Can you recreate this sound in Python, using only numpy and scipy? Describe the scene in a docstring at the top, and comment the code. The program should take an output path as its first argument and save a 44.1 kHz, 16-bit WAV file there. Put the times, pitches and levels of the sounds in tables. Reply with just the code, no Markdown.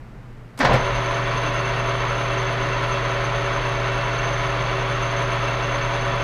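"""A belt-driven metal lathe is switched on in a machine shop, heard from just above its headstock.
Over the ventilation a contactor clacks. Starting current makes the motor groan, the belt scrapes as it
grips, the cabinet shudders and the bed rocks. Within a fifth of a second the spindle is up to speed:
the lumpy belt flutters, shafts whine, bearings rumble in the casting and thin steel sings.
Last, the motor's mains hum settles in and the lathe runs evenly."""
import sys
import numpy as np
from scipy import signal
from scipy.fft import rfft, irfft, next_fast_len
from scipy.io import wavfile
from scipy.ndimage import map_coordinates

SR = 44100
rng = np.random.default_rng(int(sys.argv[2]) if len(sys.argv) > 2 else 0)


def store_wav(level_fs):
    """Save 16-bit WAV to argv[1]."""
    pcm = np.round(np.clip(np.atleast_2d(level_fs), -1, 1) * 32767)
    wavfile.write(sys.argv[1], SR, pcm.T.astype(np.int16))


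N = 274743
T = np.arange(N) / SR
MAINS_HZ, SWITCH_ON_S = 60, .58


def amp(db):
    """Decibels to amplitude ratio."""
    return 10 ** (np.asarray(db) / 20)


def unit(x):
    """Normalisation to rms 1."""
    return x / np.sqrt(np.mean(x ** 2) + 1e-20)


def noise():
    """Gaussian white noise."""
    return rng.standard_normal(N)


def wobble(knots_per_s):
    """Smooth random modulation: a spline through random knots."""
    return map_coordinates(rng.standard_normal(4096), [T * knots_per_s], mode="wrap")


def cycles(hz):
    """Phase in cycles is the time integral of frequency."""
    return np.cumsum(hz) / SR


def filtered(x, response):
    """Linear filtering: the spectrum times a frequency response."""
    size = next_fast_len(N + SR // 2)
    return irfft(rfft(x, size) * response(np.fft.rfftfreq(size, 1 / SR)), size)[:N]


def coloured(x, spectrum):
    """Spectral shaping by points on a log-frequency axis, at rms 1."""
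    points_hz, db = np.transpose(spectrum)
    return unit(filtered(x, lambda hz: amp(np.interp(np.log(hz + 1), np.log(points_hz), db))))


def ringing(x, modes):
    """Modal superposition: x drives a sum of resonances, at rms 1."""
    def response(hz):
        return sum(amp(db) / (1 + 2 * ((hz - pitch) / width) ** 2) for pitch, width, db in modes)
    return unit(filtered(x, response))


def grit(depth_db, knots_per_s):
    """Dense tiny impacts merge into noise of fluctuating force."""
    return noise() * amp(depth_db * wobble(knots_per_s))


def swell(peak_s, level_db, rise_s, t60_s):
    """Exponential growth (60 dB in rise_s) and decay, silent until the motor is switched on."""
    before, after = np.maximum(peak_s - T, 0), np.maximum(T - peak_s, 0)
    return (T > SWITCH_ON_S) * amp(level_db - 60 * (before / rise_s + after / t60_s))


def swells(rows):
    """Overlapping envelopes add in power."""
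    return np.sqrt(sum(swell(*row) ** 2 for row in rows))


# ventilation spectrum: frequency_hz, relative_db
VENTILATION = [(12, -22), (20, 3), (40, 4.5), (84, -15), (124, 0.5), (151, -7.5), (242, -10), (310, -17),
               (398, -15.5), (484, -18.5), (1240, -23), (2100, -27.5), (3180, -37.5), (15000, -57.5)]

def shop():
    """Ambient noise: broadband ventilation and a faint hum at twice the mains frequency."""
    return amp(-39.5) * coloured(noise(), VENTILATION) + amp(-44.5) * np.sin(2 * np.pi * 2 * MAINS_HZ * T)


# impacts, the contactor's clacks and then further cracks: start_s, level_db, t60_s
IMPACTS = [(.576, -38, .11), (.59, -30.5, .07), (.646, -35, 0.066), (.733, -33, .11)]
# impact spectrum: frequency_hz, relative_db
SNAP = [(100, -2), (600, 5), (3500, -3), (6000, -6), (8700, -7.5), (15000, -22)]

def impacts():
    """Impact excitation: the contactor clacks twice, then further sharp cracks follow as the belt grabs; each
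    is a broadband burst that decays exponentially."""
    blows = sum((T >= start_s) * amp(db - 60 * np.abs(T - start_s) / t60_s)
                for start_s, db, t60_s in IMPACTS)
    return blows * coloured(noise(), SNAP)


# surges of starting current: peak_s, level_db, rise_s, t60_s
SURGES = [(.608, -21, 0.051, .7), (.75, -17, 0.18, .2)]

def motor_groan(from_hz=272, to_hz=125.8, mid_fall_s=.638, fall_width_s=.013):
    """Magnetic forcing: starting current drives a tone that sinks as the rotor catches up."""
    lag = (1 - np.tanh((T - mid_fall_s) / fall_width_s)) / 2
    pitch_hz = to_hz + (from_hz - to_hz) * lag
    strength = swells(SURGES) * amp(2.5 * wobble(69.7))
    return np.sqrt(2) * strength * np.sin(2 * np.pi * cycles(pitch_hz))


# belt slips: peak_s, level_db, rise_s, t60_s
SLIPS = [(.608, -15, 0.033, 0.14), (.63, -22.5, .05, 0.11), (.652, -14.5, 0.042, 0.19),
         (.742, -21, .18, 0.22)]
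# friction spectrum: frequency_hz, relative_db
SCRAPE = [(150, -27), (260, -9), (360, -7), (460, -12), (720, -2), (1300, -4), (1950, -2), (2750, -15),
          (4100, -15.5), (6500, -27), (9000, -46), (15000, -54)]

def belt_scrape():
    """Sliding friction: the belt rasps each time it slips and grips again."""
    return swells(SLIPS) * coloured(grit(-.5, 350), SCRAPE)


# bursts of cabinet vibration: peak_s, level_db, rise_s, t60_s
SHUDDERS = [(.63, -21, 0.069, 0.87), (.708, -15, 0.22, 0.41)]
# cabinet spectrum: frequency_hz, relative_db
CABINET = [(60, -4), (130, -4), (260, -3), (340, -11), (530, 4), (750, -5.5), (1020, -1), (1400, -22),
           (3000, -19), (8000, -64), (15000, -90)]

def cabinet_shudder():
    """Transient response: the cabinet shakes as the load comes on and as the motor pulls into step."""
    return swells(SHUDDERS) * coloured(noise(), CABINET)


# the starting jolt: peak_s, level_db, rise_s, t60_s
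JOLT = (.69, -25, .2, 1.0)
# rocking spectrum: frequency_hz, relative_db
ROCKING = [(15, -15), (28, -2), (42, 0), (65, -8), (110, -13), (300, -45), (3000, -100)]

def bed_rocking():
    """Damped vibration: the jolted bed rocks on its feet at low frequency."""
    return swell(*JOLT) * coloured(noise(), ROCKING)


# flutter spectrum: frequency_hz, relative_db
FLUTTER = [(15, -20), (24, 1), (34, -1), (55, 1), (90, 0), (115, -8), (142, 15.5), (175, 3), (215, -2),
           (250, 0.5), (282, -9), (305, 3), (335, -19), (550, 5), (900, -43), (6000, -90)]
# harmonics of the lap rate: harmonic_number, level_db
BELT_ORDERS = [(4, -41), (5, -43), (7, -38), (21, -46), (25, -48), (46, -49), (47, -50)]

def belt_flutter(speed, lap_hz=6.68):
    """Periodic forcing: the same lumps pass the pulleys every lap, mixed with some random flutter."""
    laps = cycles(lap_hz * speed * (1 + .00088 * wobble(3.234)))
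    lumps = rng.standard_normal(1024)
    passing = map_coordinates(lumps, [laps % 1 * len(lumps)], order=1, mode="grid-wrap")
    flutter = unit(coloured(passing, FLUTTER) + .53 * coloured(noise(), FLUTTER))
    shake = sum(amp(db) * np.sin(2 * np.pi * (k * laps + rng.random())) for k, db in BELT_ORDERS)
    return amp(-38.5) * flutter + np.sqrt(2) * shake


# load cycles of spindle, ball cage and belt: rate_hz, peak_s, rumble_depth_db, rub_depth_db
LOAD_SWINGS = [(9.615, .02, .35, 1.4), (19.23, .03, .26, .8), (3.89, .086, .13, .9), (6.68, .1, .3, .4),
               (33.4, .005, .25, .2)]

def bearing_load():
    """Amplitude modulation: cyclic load swings the levels of rumble and rubbing, in dB."""
    rate_hz, peak_s, rumble_db, rub_db = np.transpose(LOAD_SWINGS)
    swings = np.cos(2 * np.pi * rate_hz[:, None] * (T - peak_s[:, None]))
    return rumble_db @ swings, rub_db @ swings


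# shaft tones at full speed: pitch_hz, relative_db
SHAFT_TONES = [(384.6, -37), (567.3, -36), (576.9, -43), (634.6, -48), (648.7, -43), (678.5, -38),
               (810.8, -52), (972.9, -46), (1014.5, -43), (1104.8, -49), (1134.6, -49), (1254.6, -49),
               (1367.9, -49), (1494.6, -51), (1750.2, -52), (2029.1, -52), (2270.3, -51), (2594.6, -55),
               (3051.5, -51), (3171.4, -56), (3405.7, -54)]

def shaft_whine(speed, load_db, drift=.00042, waver_db=1.5):
    """Rotational tones: every pitch is proportional to one shared speed; each wavers in strength."""
    shaft_time = cycles(speed * (1 + drift * wobble(6)))
    tones = sum(amp(db + waver_db * wobble(16)) * np.sin(2 * np.pi * (hz * shaft_time + rng.random()))
                for hz, db in SHAFT_TONES)
    return np.sqrt(2) * amp(load_db + .2) * tones


# rolling spectrum: frequency_hz, relative_db
RACES = [(190, -65), (330, -13), (400, -4), (500, -5), (600, -3.5), (760, -6), (1000, -2.5), (2210, -8.5),
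         (3450, -14), (5500, -28), (6400, -26.5), (7500, -42), (10500, -45), (12000, -52), (15000, -53)]
# modes of the headstock casting and guards: pitch_hz, width_hz, relative_db
CASTING = [(252, 30, -4), (305, 22, -1), (392, 20, -2), (470, 40, -3), (553, 16, 2), (684, 26, -3),
           (990, 65, 3), (1120, 110, -1), (1325, 110, 1), (1510, 80, -2), (1735, 65, -5), (1860, 50, -1.5),
           (2025, 30, -5), (2230, 160, -3), (3380, 130, -9), (3900, 200, -15), (4293, 25, -13),
           (4450, 90, -12)]

def bearing_rumble(load_db):
    """Rolling contact: balls on the races radiate noise directly and through the resonant casting."""
    direct = amp(-28.5) * coloured(grit(1.14, 500), RACES)
    casting = amp(-29) * ringing(grit(.95, 300), CASTING)
    return (direct + casting) * amp(load_db + .27 * wobble(25.76))


# high and low modes of thin steel parts: pitch_hz, width_hz, relative_db
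STEEL_HIGH = [(6245, 32, 0), (6290, 32, -5), (6475, 50, -12), (9195, 50, -17.5), (10315, 42, -18),
              (10790, 38, -17.5), (13310, 60, -36), (14260, 45, -30)]
STEEL_LOW = [(2680, 30, 0), (2778, 36, -6)]

def steel_singing(speed, rub_db, drift_db=.7, drifts_per_s=3.9):
    """Resonance: rubbing excites narrow modes of thin steel once the spindle nears full speed."""
    high = amp(-47.5 + drift_db * wobble(drifts_per_s)) * ringing(grit(1, 140), STEEL_HIGH)
    low = amp(-41 + drift_db * wobble(drifts_per_s)) * ringing(grit(1.5, 180), STEEL_LOW)
    up_to_speed = np.interp(speed, [.95, .99], [0, 1])
    shimmer_db = 1.3 * wobble(40)
    return up_to_speed * amp(rub_db + shimmer_db) * (high + low)


def motor_hum(running):
    """Magnetic force peaks twice a mains cycle: the iron hums at that rate, with a faint octave."""
    settled = swell(peak_s=.91, level_db=-29, rise_s=.51, t60_s=np.inf)
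    phase = 2 * np.pi * 2 * MAINS_HZ * T
    hum = settled * amp(.2 * wobble(4.7)) * np.sin(phase)
    octave = amp(-55) * running * np.sin(2 * phase)
    return np.sqrt(2) * (hum + octave)


def scene(run_up_s=.14):
    """Superposition: the shop, the starting transients and the running drive add in one channel."""
    speed = np.sin(np.pi / 2 * np.clip((T - SWITCH_ON_S) / run_up_s, 0, 1))  # share of full speed
    running = speed ** .89  # amplitude grows with speed
    rumble_db, rub_db = bearing_load()
    background = shop()
    start = impacts() + motor_groan() + belt_scrape() + cabinet_shudder() + bed_rocking()
    drive = belt_flutter(speed) + shaft_whine(speed, rumble_db)
    drive += bearing_rumble(rumble_db) + steel_singing(speed, rub_db)
    return (background + start + running * drive + motor_hum(running))[None]


def record(dry):
    """Band limiting: a steep low-pass removes the treble above 15.3 kHz."""
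    low_pass = signal.ellip(10, .1, 80, 15300, fs=SR, output="sos")
    return signal.sosfilt(low_pass, dry)


dry = scene()
out = record(dry)
store_wav(out)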